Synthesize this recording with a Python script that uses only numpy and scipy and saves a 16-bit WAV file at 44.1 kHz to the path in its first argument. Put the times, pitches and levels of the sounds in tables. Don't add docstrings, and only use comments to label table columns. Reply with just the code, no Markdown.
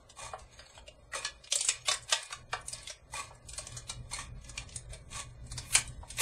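import sys
import numpy as np
from scipy import signal
from scipy.fft import rfft, irfft
from scipy.io import wavfile
from scipy.ndimage import uniform_filter1d

SR = 44100
rng = np.random.default_rng(int(sys.argv[2]) if len(sys.argv) > 2 else 0)


def to_linear_factor(level_db):
    exponent = np.asarray(level_db, float) / 20
    return 10 ** exponent


def waveform_to_disk(signal):
    frames = np.transpose(np.atleast_2d(signal))
    scaled = np.clip(frames, -1, 1) * 32767
    samples = np.round(scaled).astype(np.int16)
    wavfile.write(sys.argv[1], SR, samples)


N = 273905

# time in seconds, level in dB.
RUMBLE_LEVEL = [(0.0, -56), (0.5, -57), (1.3, -58), (1.9, -58.5), (2.5, -51.5), (3.1, -53), (4.35, -45.5),
                (4.9, -47), (5.6, -44.5), (6.21, -45.5)]
# frequency in Hz, density in dB per Hz.
RUMBLE_SPECTRUM = [(8.8, -33.5), (15, -3), (26, -0.5), (39, -6), (50, 6), (123, -7.5), (146, -6.5),
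                   (177, -13.5), (265, -14), (305, -22.5), (420, -21.5), (550, -37.5), (920, -120)]
# middle in seconds, half length in seconds,
# depth in dB.
LULLS = [
    (0.15, 0.081, 7.5),
    (0.67, 0.051, 9.5),
    (1.5, 0.19, 5.5),
    (2.22, 0.16, 16),
    (2.94, 0.15, 10),
    (4.44, 0.058, 5.5),
    (5.69, 0.059, 2),
]
# frequency in Hz, density in dB per Hz.
AIR_SPECTRUM = [(120, -74), (200, -15.5), (478, -11.5), (562, -3.5), (802, -17.5), (1740, -18.5),
                (2290, -21), (2490, -48), (3970, -53.5), (5570, -49), (9500, -26), (12400, -101),
                (20900, -120)]
AIR_DB = -64.5
# frequency in Hz, width in Hz, level in dB against the rumble.
HUM_LINES = [(26, 8.5, -9.5), (52.3, 16, -5.5), (83, 13, -12), (119.96, 11, -3.5)]
# frequency in Hz, decay time T60 in seconds.
ROOM_T60 = [(500, .25), (2000, 0.25), (9000, 0.15)]
ROOM_DB, DRUM_ROOM = -6.5, 0.46

# frequency in Hz, width in Hz, level in dB.
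SHEET_MODES = [(554, 160, -16.5), (898, 78, -1), (1110, 54, 6), (1710, 17, -9), (2080, 430, -10),
               (2440, 28, 3), (2260, 16, -17), (3660, 430, -9.5), (4340, 15, 3.5), (4250, 62, -5),
               (5010, 5.3, -4), (6840, 64, -19), (7650, 110, -15.5), (8010, 48, 5), (8470, 230, 5),
               (9140, 560, 10)]
# fullest moment in seconds, swell in seconds, fade in seconds, level in dB, sheet thump in dB.
SHEARS = [
    (0.261, 0.12, 0.029, -55, 1),
    (1.185, 0.071, 0.14, -51.5, -8.5),
    (1.879, 0.011, 0.095, -57, -10),
    (3.236, 0.17, 0.0058, -61, -1),
    (4.197, 0.21, 0.048, -64, -7),
    (5.231, 0.49, 0.15, -68, -10.5),
    (6.21, 0.069, 0.11, -43.5, -17.5),
]
# fullest moment in seconds, swell in seconds, fade in seconds, level in dB, sheet thump in dB.
DRAGS = [(0.01, 0.11, 0.14, -71.5, 3.5), (0.528, 0.081, 0.53, -62.5, -12), (0.76, 0.66, 0.14, -68, -5),
         (1.1, 0.92, 0.02, -72, -2), (1.263, 0.016, 0.026, -47, -22), (1.376, 0.32, 0.48, -66.5, -18),
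         (1.766, 0.23, 0.1, -51.5, -50), (2.114, 0.063, 0.35, -45, -13.5), (2.753, 0.095, 0.29, -53, -14.5),
         (3.661, 0.4, 0.58, -57.5, -10), (4.485, 0.22, 0.11, -60.5, -12), (4.621, 0.15, 0.061, -56.5, 1.5),
         (4.769, 0.18, 0.16, -59.5, -40), (4.948, 0.14, 0.045, -56, -21), (5.656, 0.27, 0.92, -56.5, -14.5),
         (6.14, 0.15, 0.13, -61.5, -37)]
SHEAR_BRIGHT_DB, DRAG_BRIGHT_DB, RESTING_DB = 4.5, -1, -88.5
SLIDE_RANGE_DB = 25
# start in seconds, fullest in seconds, end in seconds, level in dB.
STROKES = [
    (0.168, 0.202, 0.36, -51.5),
    (1.142, 1.152, 1.213, -43.5),
    (1.87, 1.888, 1.917, -41.5),
    (3.12, 3.158, 3.314, -47.5),
    (4.109, 4.132, 4.29, -47.5),
    (5.106, 5.195, 5.24, -49),
    (6.178, 6.205, 8.6, -36.5),
]
# start in seconds, length in seconds, level in dB, pitch in Hz, width in Hz.
CHATTER = [(0.589, 0.023, -49.5, 4700, 400), (0.656, .02, -55.5, 4420, 300), (0.7, 0.015, -59.5, 7800, 600),
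           (0.745, 0.065, -61, 7800, 505), (0.51, .3, -67, 6610, 300), (0.77, 0.021, -53.5, 3200, 400),
           (0.876, 0.021, -49, 2730, 513), (1.152, 0.045, -45, 550, 195), (1.145, 0.018, -41.5, 1250, 248),
           (1.176, 0.017, -45.5, 2490, 151), (1.247, 0.013, -40.5, 1150, 253),
           (1.252, 0.013, -42, 2536, 150), (1.583, .012, -39, 7950, 2000), (1.677, 0.0082, -32, 8240, 1500),
           (1.689, 0.032, -39, 2275, 713), (2.532, 0.016, -39.5, 754, 200), (2.534, 0.012, -34, 1395, 296),
           (2.551, 0.025, -48, 760, 152), (2.572, 0.05, -53, 1110, 40), (3.136, 0.015, -44, 2020, 202),
           (3.138, .02, -46.5, 940, 300), (3.148, 0.022, -45.5, 2440, 100), (3.162, 0.086, -49.5, 1110, 60),
           (3.191, 0.019, -49, 2440, 150), (3.192, 0.023, -50, 2110, 198), (4.126, 0.0175, -44.5, 924, 200),
           (4.13, .025, -43, 4250, 254), (4.142, 0.021, -44, 2130, 200), (4.166, 0.051, -46.5, 1870, 404),
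           (4.186, 0.012, -42, 1112, 200), (4.19, 0.014, -46, 2355, 200), (5.128, 0.034, -55, 2440, 198),
           (5.147, 0.049, -54, 1110, 101), (5.75, 0.026, -35.5, 952, 514), (5.761, 0.048, -36, 7360, 2920),
           (5.765, 0.033, -40.5, 1565, 820), (5.75, 0.0079, -35.5, 3800, 494),
           (5.751, .012, -30, 6760, 600), (4.913, 0.066, -55.5, 607, 249), (4.762, 0.0083, -34, 8950, 1200)]
# start in seconds, peak in dB, pitch in Hz, T60 in seconds.
DRUMS = [(0.6, -45.5, 585, 0.05), (0.882, -39, 601, 0.055), (1.135, -24, 1927, 0.03),
         (1.527, -36.5, 572, 0.06), (1.558, -37, 574, 0.082), (1.885, -27.5, 606, 0.075),
         (1.885, -29.5, 1135, 0.051), (2.127, -21, 1920, 0.023), (2.128, -22, 4140, 0.024),
         (2.129, -31, 904, 0.095), (2.328, -32.5, 1187, 0.059), (2.735, -40.5, 616, 0.036),
         (2.9, -37.5, 605, 0.045), (5.754, -33, 815, 0.029), (5.752, -25.5, 1612, 0.037),
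         (5.753, -14.5, 2370, 0.034), (0.335, -43.5, 1710, 0.03), (1.25, -30.5, 1710, 0.065),
         (1.556, -36, 4720, 0.04), (1.588, -24.5, 4650, 0.028), (1.61, -34, 4640, 0.05),
         (1.686, -22, 8250, 0.035), (1.685, -25, 9140, 0.037), (2.125, -23.5, 1186, 0.048),
         (2.533, -32, 934, 0.052), (2.532, -32.5, 1170, 0.086), (2.73, -32, 4890, 0.051),
         (2.873, -38, 2110, 0.034), (2.9, -40.5, 2350, 0.048), (3.137, -35.5, 880, 0.073),
         (3.491, -43.5, 2460, 0.029), (3.535, -51, 2470, 0.021), (3.581, -32, 4230, 0.046),
         (3.59, -34.5, 608, 0.042), (3.899, -42, 1040, 0.02), (3.9, -37, 2363, 0.045),
         (4.578, -25.5, 2427, 0.029), (4.935, -39.5, 2370, 0.03), (5.755, -38, 1050, 0.059),
         (5.82, -48, 2324, 0.15), (1.525, -24.5, 3350, 0.045), (5.879, -44, 3900, 0.036)]
DRUM_RISE_S = 0.0019

# start in seconds, peak in dB, strongest ring in Hz, T60 in seconds.
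BUMPS = [
    (0.333, -28, 1110, 0.085),
    (3.306, -40, 946, 0.37),
    (6.029, -39, 884, 0.051),
]
# start in seconds, peak in dB, strongest ring in Hz, T60 in seconds.
KNOCKS = [
    (0.591, -35, 4790, 0.21),
    (0.775, -37.5, 584, 0.084),
    (1.135, -27, 1890, 0.18),
    (1.227, -34, 2230, 0.055),
    (2.306, -36, 1110, 0.027),
    (2.5297, -19, 1885, 0.011),
    (2.569, -35, 1150, 0.079),
]
# start in seconds, peak in dB, strongest ring in Hz, T60 in seconds.
BITES = [(0.412, -50, 1110, 0.03), (0.662, -40.5, 4360, 0.021), (0.697, -42.5, 3230, 0.13),
         (0.751, -41.5, 3500, 0.089), (1.262, -24.5, 1710, 0.016), (1.8824, -11.5, 3660, 0.04),
         (1.913, -14.5, 5510, 0.058), (2.123, -10, 3410, 0.05), (2.325, -23.5, 1090, 0.036),
         (2.896, -29, 5650, 0.13), (3.164, -28, 1110, 0.32), (4.189, -28.5, 1160, 0.067),
         (4.69, -35, 6540, 0.04), (4.931, -32, 9140, 0.14), (5.148, -36, 1110, 0.32),
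         (6.185, -22.5, 2310, 0.11)]
# start in seconds, peak in dB, strongest ring in Hz, T60 in seconds.
SNIPS = [(0.096, -36, 3760, 0.1), (0.391, -36.5, 710, 0.25), (1.938, -20.5, 8000, 0.13),
         (2.228, -29.5, 9140, 0.7), (3.138, -27, 8330, 0.071), (3.578, -22, 8330, 0.1),
         (3.668, -25.5, 5940, 0.014), (3.766, -27.5, 6530, 0.12), (3.894, -22.5, 3870, 0.087),
         (4.131, -22, 9150, 0.14), (4.493, -31.5, 6350, 0.054), (5.466, -37.5, 8350, 0.37),
         (5.516, -28.5, 4340, 0.092), (5.577, -24.5, 5010, 0.015)]
# start in seconds, peak in dB, strongest ring in Hz, T60 in seconds.
TICKS = [(0.878, -36.5, 3460, 0.027), (1.247, -17.5, 4340, 0.02), (2.782, -34.5, 4950, 0.031),
         (1.44, -35.5, 4800, 0.042), (1.473, -33, 2380, 0.017), (1.5218, -11, 5820, 0.056),
         (1.585, -27.5, 5100, 0.11), (1.6056, -15, 8820, 0.08), (1.685, -8, 7870, 0.057),
         (2.096, -26.5, 1850, 0.14), (2.828, -33, 9170, 0.13), (2.871, -28.5, 3450, 0.12),
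         (3.533, -28.5, 8070, 0.069), (3.72, -35.5, 3440, 0.096), (4.444, -37, 6300, 0.03),
         (4.576, -21, 2590, 0.015), (4.722, -36.5, 4480, 0.069), (5.127, -33, 2414, 0.17),
         (5.75, -5, 9140, 0.026), (5.952, -52, 554, 0.049), (6.101, -28.5, 9080, 0.023)]
# start in seconds, peak in dB, strongest ring in Hz, T60 in seconds.
CLICKS = [(1.5538, -10.5, 8090, 0.07), (1.6458, -15.5, 8020, 0.12), (2.024, -37, 7720, 0.04),
          (2.682, -20.5, 8800, 0.075), (2.728, -19.5, 4500, 0.04), (3.486, -29, 4000, 0.046),
          (4.759, -21.5, 8880, 0.028), (5.875, -29.5, 8810, 0.036), (2.033, -35.5, 8090, 0.022),
          (2.256, -34, 9300, 0.04), (2.611, -36.5, 9500, 0.04), (3.349, -45.5, 8000, 0.12),
          (6.169, -27.5, 8600, 0.04)]
# sheet thump in dB, blade brightness in dB.
BUMP, KNOCK, BITE = (17, -21.5), (-0.15, -22.5), (-12, -17.5)
SNIP, TICK, CLICK = (-4.6, -9.5), (-35, -16), (-40.5, 1.9)
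COLOUR_HZ = [250, 800, 2800, 8000, 9600]
# start in seconds, tear time in seconds.
TEARS = [(1.249, 0.0028), (1.522, 0.0031), (1.555, 0.0031), (1.606, 0.0032), (1.686, 0.0032),
         (1.883, 0.0039), (1.913, 0.0038), (2.124, 0.0039), (2.53, 0.0038), (2.68, 0.0018), (2.726, 0.0038),
         (2.871, 0.0032), (2.895, 0.0051), (3.486, 0.0051), (3.533, 0.0021), (3.578, 0.0044),
         (3.668, 0.0018), (3.766, 0.0052), (3.894, 0.0038), (4.493, 0.0031), (4.576, 0.0022),
         (4.758, 0.002), (4.931, 0.0046), (5.751, 0.0042), (6.102, 0.006), (0.592, 0.0021), (0.877, 0.0023),
         (4.131, 0.0037), (5.576, 0.0055), (1.585, 0.0034)]
RING_DB, PUFF_DB, RIP_DB, STRONG_DB = -5.5, -3.5, 1.5, 6
PATCHY_DB = 8

EDGE_HZ, HOP = 9900, 1411
# middle in seconds, half length in seconds, strength in
STARVED = [
    (0.7, 0.081, 3.5),
    (1.79, .12, 8),
    (2.21, 0.14, 13.5),
    (2.95, 0.059, 5),
    (5.75, 0.066, 2.5),
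]
# middle in seconds, half length in
# seconds, strength in points of the gating score.
PAUSES = [(0.47, 0.061, -1), (1.0, 0.092, 1.2), (1.37, 0.043, 1), (2.04, .05, 0.5), (2.46, 0.051, 2.5),
          (2.61, .03, 0.5), (3.07, .045, 0.5), (3.42, 0.042, 2.5), (4.36, 0.069, 1.5), (4.665, 0.023, 1.5),
          (4.885, 0.025, 2.5), (5.05, 0.053, 2), (5.37, 0.08, 0.5), (5.99, 0.076, 1.5)]
# middle in seconds, half length in seconds, strength in points of
# the gating score, middle in Hz, half width in Hz.
HOLES = [(0.67, 0.2, 7.5, 5700, 800), (0.7, 0.31, 10, 13000, 970), (5.99, 0.099, 2, 6400, 2000),
         (5.95, 0.1, 6.5, 2500, 500), (3, 0.052, 14, 4100, 850), (4.26, .04, 9, 4300, 600),
         (1.64, .04, 3, 2000, 250), (1.9, 0.057, 6, 3200, 570), (5.53, .05, 4, 3100, 910),
         (0.12, .07, 4, 2300, 700), (0.11, .1, 2.5, 3600, 500), (0.35, 0.062, 7, 6000, 1700),
         (3.5, 0.057, 8.5, 2000, 400), (3.77, 0.089, 4.5, 2600, 400), (6.2, .06, 8, 9200, 1100),
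         (3.9, 0.045, 4, 3300, 600), (2.27, .06, 5, 8400, 450), (1.8, .04, 4, 9300, 700),
         (1.6, .06, 6.5, 1600, 300), (0.51, .05, 3.5, 8700, 1500), (2.3, 0.039, 4.5, 6900, 2200),
         (2.7, .07, 2, 3200, 1200), (6, .08, 1.5, 4500, 2000)]
# middle in seconds, half length in seconds, depth in dB.
LEVEL_DIPS = [
    (1.502, .013, 11),
]
# frequency in Hz, level in dB.
FIZZ_SPECTRUM = [(1200, -54), (2000, -49.5), (9500, -18.5), (10000, -19), (11900, -19.5), (12100, -27.5),
                 (15000, -29.5), (15700, -34.5), (15900, -83)]
FIZZ_DB = 1.5
# middle in seconds, half length in seconds, change in dB.
FIZZ_SPELLS = [
    (1.26, 0.045, -12),
    (1.577, 0.24, -10.5),
    (3.2, 0.14, 5),
    (4.7, 0.23, -11),
    (5.682, 0.078, 25),
    (5.79, 0.1, 5),
    (6.21, 0.046, 19),
]
# middle in seconds, half length in seconds, change in dB.
FLARES = [
    (1.56, 0.05, 15.5),
    (6.2, .035, 1.5),
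    (3.35, 0.045, 3),
    (5.745, .035, -9),
]


def evened(x):
    return x / np.sqrt(np.mean(x ** 2) + 1e-20)


def read(points, hz):
    f, value = np.transpose(points)
    return np.interp(np.log(hz + 1), np.log(f + 1), value)


def shaped(x, points):
    return irfft(rfft(x) * to_linear_factor(read(points, np.fft.rfftfreq(len(x), 1 / SR))), len(x))


def resonate(x, hz, width):
    turn = np.exp(2j * np.pi * hz * np.arange(len(x)) / SR)
    r = np.exp(-np.pi * width / SR)
    return 2 * (turn * signal.lfilter([1 - r], [1, -r], x / turn)).real


def humps(rows):
    t = np.arange(N) / SR
    return sum(db * np.maximum(1 - abs(t - s) / half, 0) for s, half, db in rows)


def background():
    rumble = evened(shaped(rng.standard_normal(N), RUMBLE_SPECTRUM))
    hum = np.zeros(N)
    for hz, width, db in HUM_LINES:
        line = resonate(resonate(rng.standard_normal(N), hz, width), hz, width)
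        hum += to_linear_factor(db) * evened(line)
    air = evened(shaped(rng.standard_normal(N), AIR_SPECTRUM))
    lumps = uniform_filter1d(uniform_filter1d(rng.standard_normal(N), size=2500), size=1500)
    lumps_db = 1.9 * evened(lumps)
    s, db = np.transpose(RUMBLE_LEVEL)
    swell_db = np.interp(np.arange(N) / SR, s, db)
    lull_db = humps(LULLS)
    return to_linear_factor(swell_db - lull_db - 4.5 + lumps_db) * (rumble + hum) + to_linear_factor(AIR_DB - 0.42 * lull_db) * air


def room(x):
    taps = np.zeros(SR // 2)
    at = np.arange(200, len(taps) - 20, 20)
    taps[at + rng.integers(0, 20, len(at))] = rng.choice([-1., 1.], len(at))
    hz, t, z = signal.stft(taps, SR, nperseg=256)
    tail = signal.istft(z * to_linear_factor(-60 * t / read(ROOM_T60, hz)[:, None]), SR, nperseg=256)[1]
    return signal.fftconvolve(x, tail / np.linalg.norm(tail))[:N]


def slides():
    t = np.arange(N) / SR
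    full, swell, fade, db, thump_db = np.transpose(SHEARS + DRAGS)[:, :, None]
    distance = np.maximum((full - t) / swell, (t - full) / fade)
    power = to_linear_factor(2 * (db - SLIDE_RANGE_DB * distance))
    total = power.sum(0) + to_linear_factor(2 * RESTING_DB)
    shear = power[:len(SHEARS)].sum(0)
    drag = power[len(SHEARS):].sum(0)
    bright_db = (SHEAR_BRIGHT_DB * shear + DRAG_BRIGHT_DB * drag) / total
    return 10 * np.log10(total), (power * thump_db).sum(0) / total, bright_db


def pressure(level_db):
    t, gain = np.arange(N) / SR, to_linear_factor(level_db)
    for start, full, end, db in STROKES:
        stroke = np.interp(t, [start, start + 0.0025, full, end], [0, 0.3, 1.0, 0.014])
        gain = np.hypot(gain, to_linear_factor(db) * stroke)
    return gain


def chatter(drive):
    out = np.zeros(N)
    for s, length, db, hz, width in CHATTER:
        part = drive[round(s * SR):][:round(length * SR)]
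        spell = np.sin(np.pi * np.linspace(0, 1, len(part)) ** 0.55)
        rung = evened(resonate(resonate(part, hz, width), hz, width))
        out[round(s * SR):][:len(part)] += to_linear_factor(db) * spell * rung
    return out


def scrape():
    level_db, thump_db, bright_db = slides()
    slip_size = to_linear_factor(3.1 * np.minimum(rng.exponential(1, N), 4))
    slips = rng.choice([-1., 1.], N) * slip_size * (rng.random(N) < 4000 / SR)
    clumps = to_linear_factor(2.5 * evened(uniform_filter1d(rng.standard_normal(N), size=500)))
    drive = clumps * (evened(slips) + 0.53 * rng.standard_normal(N))
    rung = drive + sum(to_linear_factor(db + 17.5) * resonate(drive, hz, width) for hz, width, db in SHEET_MODES)
    low = shaped(rung, [(300, -34.5), (550, 12.5), (950, 6.0), (1250, 7.5), (2000, -25.5)])
    mid = shaped(rung, [(1100, -28.0), (1600, -10.5), (5500, -10.5), (6500, -55.0)])
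    high = shaped(rung, [(5400, -3.5), (6200, 12.5), (9600, -7.0)])
    bands = to_linear_factor(thump_db) * evened(low) + evened(mid) + to_linear_factor(bright_db) * evened(high)
    return pressure(level_db) * bands + chatter(drive)


def drums():
    out, t = np.zeros(N), np.arange(6144) / SR
    for s, db, hz, t60 in DRUMS:
        ring = to_linear_factor(db - 60 * t / t60) * (1 - np.exp(-t / DRUM_RISE_S)) * np.sin(2 * np.pi * hz * t)
        out[round(s * SR):][:len(t)] += ring
    return out


def colour(thump_db, bright_db):
    levels_db = [thump_db - 6.5, thump_db + 3, 0, bright_db + 15.5, bright_db + 14.5]
    return list(zip(COLOUR_HZ, levels_db))


def tear_time(s, usual):
    at, length = np.transpose(TEARS)
    near = abs(at - s).argmin()
    return length[near] if abs(at[near] - s) < .007 else usual


def snap(s, db, hz, thump_db, bright_db, t60, chance, crack):
    t = np.arange(len(crack)) / SR
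    t60 = np.clip(t60, .02, .3)
    tint = colour(thump_db, bright_db)
    tear_s = tear_time(s, 0.0016 + 0.0014 * chance[2, 0])
    tear = crack * t * np.exp(-t / tear_s)

    lasting_hz, width, lasting_db = np.transpose(SHEET_MODES)
    passing_hz = 500 + 9200 * chance[0, len(SHEET_MODES):]
    mode_hz = np.r_[lasting_hz, passing_hz]
    mode_db = np.r_[lasting_db + 3, 0 * passing_hz] + read(tint, mode_hz) - 12 * chance[1]
    mode_t60 = t60 * (0.5 + 0.7 * chance[2]) * (3000 / mode_hz) ** 0.35
    decay = to_linear_factor(mode_db[:, None] - 60 * t / mode_t60[:, None])
    rings = decay * np.sin(2 * np.pi * mode_hz[:, None] * t)
    strong = to_linear_factor(read(tint, hz) + STRONG_DB - 60 * t / (0.21 * t60)) * np.sin(2 * np.pi * hz * t)
    body = signal.fftconvolve(tear, rings.sum(0) + strong)[:len(t)]

    puff = shaped(crack * to_linear_factor(-60 * t / (1.2 * t60)) * (1 - np.exp(-t / 0.0032)), tint)
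    patches = list(zip(np.sort(passing_hz), PATCHY_DB * chance[1, len(SHEET_MODES):]))
    puff = shaped(puff, patches)

    burst = (1 - np.exp(-t / 0.0013)) * np.exp(-(t / (2.9 * tear_s)) ** 3)
    rip = shaped(crack[::-1] * burst, tint)
    rip = rip + 2.8 * resonate(rip, hz, 700)
    sound = to_linear_factor(RING_DB) * evened(body) + to_linear_factor(PUFF_DB) * evened(puff) + to_linear_factor(RIP_DB) * evened(rip)
    return to_linear_factor(db) * sound / abs(sound).max()


def bites():
    kinds = [(BUMP, BUMPS), (KNOCK, KNOCKS), (BITE, BITES), (SNIP, SNIPS), (TICK, TICKS), (CLICK, CLICKS)]
    rows = sorted((s, db, hz, *tint, t60) for tint, table in kinds for s, db, hz, t60 in table)
    out, size = np.zeros(N), 6144
    chances = rng.random((len(rows), 3, 56))
    cracks = rng.standard_normal((len(rows), size))
    for (s, *row), chance, crack in zip(rows, chances, cracks):
        part = out[round(s * SR):][:size]
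        part += snap(s, *row, chance, crack)[:len(part)]
    return out


def scene():
    highpass = signal.butter(6, 470, "high", fs=SR, output="sos")
    contact = signal.sosfilt(highpass, bites()) + scrape()
    ringing = drums()
    echoes = to_linear_factor(ROOM_DB) * room(contact + DRUM_ROOM * ringing)
    return (contact + ringing + echoes + background())[None]


def smooth(x, lines, frames):
    return uniform_filter1d(uniform_filter1d(x, size=lines, axis=1), size=frames, axis=0)


def surviving(lines, band_db, frame_db, hz):
    narrow, broad = rng.standard_normal((2, *lines.shape))
    narrow = evened(smooth(narrow, 3, 15))
    broad = evened(smooth(broad, 40, 6))
    held = abs(smooth(lines ** 2, 4, 5))
    standing_db = 10 * np.log10(held / uniform_filter1d(held + 1e-14, size=30, axis=1) + 1e-14)
    loudness = np.clip((frame_db + 59) / 10, -1.3, 2.3)
    band_loudness = np.clip((band_db - frame_db) / 12, -1, .5)
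    spared = read([(140, 5), (220, 5.5), (400, 5), (1100, 2.4), (1400, -.3), (2000, 0), (9000, 0)], hz)

    middle = (np.arange(len(lines)) - .5) * HOP
    after_bite = np.interp(middle, np.arange(N), humps(STARVED))[:, None]
    starved = after_bite * read([(120, 0), (170, 1), (340, 1), (460, 0)], hz)
    hush = np.interp(middle, np.arange(N), humps(PAUSES))[:, None] * (hz > 1800)
    s = middle[:, None] / SR
    for at, half, db, mid, wide in HOLES:
        in_time = np.maximum(1 - abs(s - at) / half, 0)
        in_band = np.maximum(1 - abs(hz - mid) / wide, 0)
        hush = hush + db * in_time * in_band
    score = 1.5 * narrow + .5 * broad + standing_db / 2.8
    score = score + loudness + band_loudness + spared - starved - hush
    return np.where(score > 0, 1, to_linear_factor(-28))


def coarsen_frames(x):
    n, k = np.arange(2 * HOP) + .5, np.arange(int(EDGE_HZ * 2 * HOP / SR)) + .5
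    slope = np.clip((np.minimum(n, 2 * HOP - n) / HOP - .5) * 2.1 + .5, 0, 1)
    window = np.sin(np.pi / 2 * np.sin(np.pi / 2 * slope) ** 2)
    cosines = np.cos(np.pi / HOP * np.outer(n + HOP / 2, k))
    basis = np.sqrt(2 / HOP) * window[:, None] * cosines
    lead = HOP * 3 // 2
    padded = np.r_[np.zeros(lead), x, np.zeros(4 * HOP)]
    at = HOP * np.arange(N // HOP + 3)[:, None] + np.arange(2 * HOP)
    lines = padded[at] @ basis
    hz = k * SR / (2 * HOP)

    band = np.unique(np.round(np.sqrt(k + 30) * 2), return_inverse=True)[1]
    member = np.eye(band.max() + 1)[band]
    band_db = 10 * np.log10(lines ** 2 @ member / member.sum(0) + 1e-14)
    frame_db = 10 * np.log10((lines[:, hz > 500] ** 2).mean(1, keepdims=True) + 1e-14)
    wander_db = 1.9 * evened(uniform_filter1d(rng.standard_normal(band_db.shape), size=3, axis=0))
    quiet_db = read([(200, -75), (1200, -89), (1600, -54), (5000, -64.5), (9500, -50.5)], hz)
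    masked_db = np.maximum(band_db - 7.5, frame_db - 24.0)[:, band]
    step_db = np.maximum(masked_db, quiet_db) + wander_db[:, band]
    step = to_linear_factor(step_db + read([(150, -11.5), (500, -4), (1500, 1.5), (9000, -1.0)], hz))
    rounded = np.sign(lines) * np.floor(abs(lines) / step + 0.4) * step
    rounded = rounded * surviving(lines, band_db[:, band], frame_db, hz)
    out = np.zeros(len(padded))
    np.add.at(out, at, rounded @ basis.T)
    return out[lead:lead + N]


def fizz(x):
    treble = shaped(x, [(3000, -41), (5000, 2.0), (9000, 5.5)])
    power = uniform_filter1d(uniform_filter1d(treble ** 2, size=900, origin=-350), size=600)
    level = np.sqrt(abs(power + to_linear_factor(-136)))
    hiss = shaped(rng.standard_normal(N), FIZZ_SPECTRUM)
    upper = shaped(hiss, [(11800, -40), (12300, 5), (14500, 3), (15200, -17.5)])
    return to_linear_factor(FIZZ_DB + humps(FIZZ_SPELLS)) * level * (hiss + (to_linear_factor(humps(FLARES)) - 1) * upper)


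def roll_off(x):
    return signal.sosfilt(signal.butter(12, 15730, fs=SR, output="sos"), x)


def record(dry):
    kept = coarsen_frames(dry[0]) * to_linear_factor(-humps(LEVEL_DIPS))
    mix = (kept + fizz(kept))[None]
    return roll_off(mix)


dry = scene()
out = record(dry)
waveform_to_disk(out)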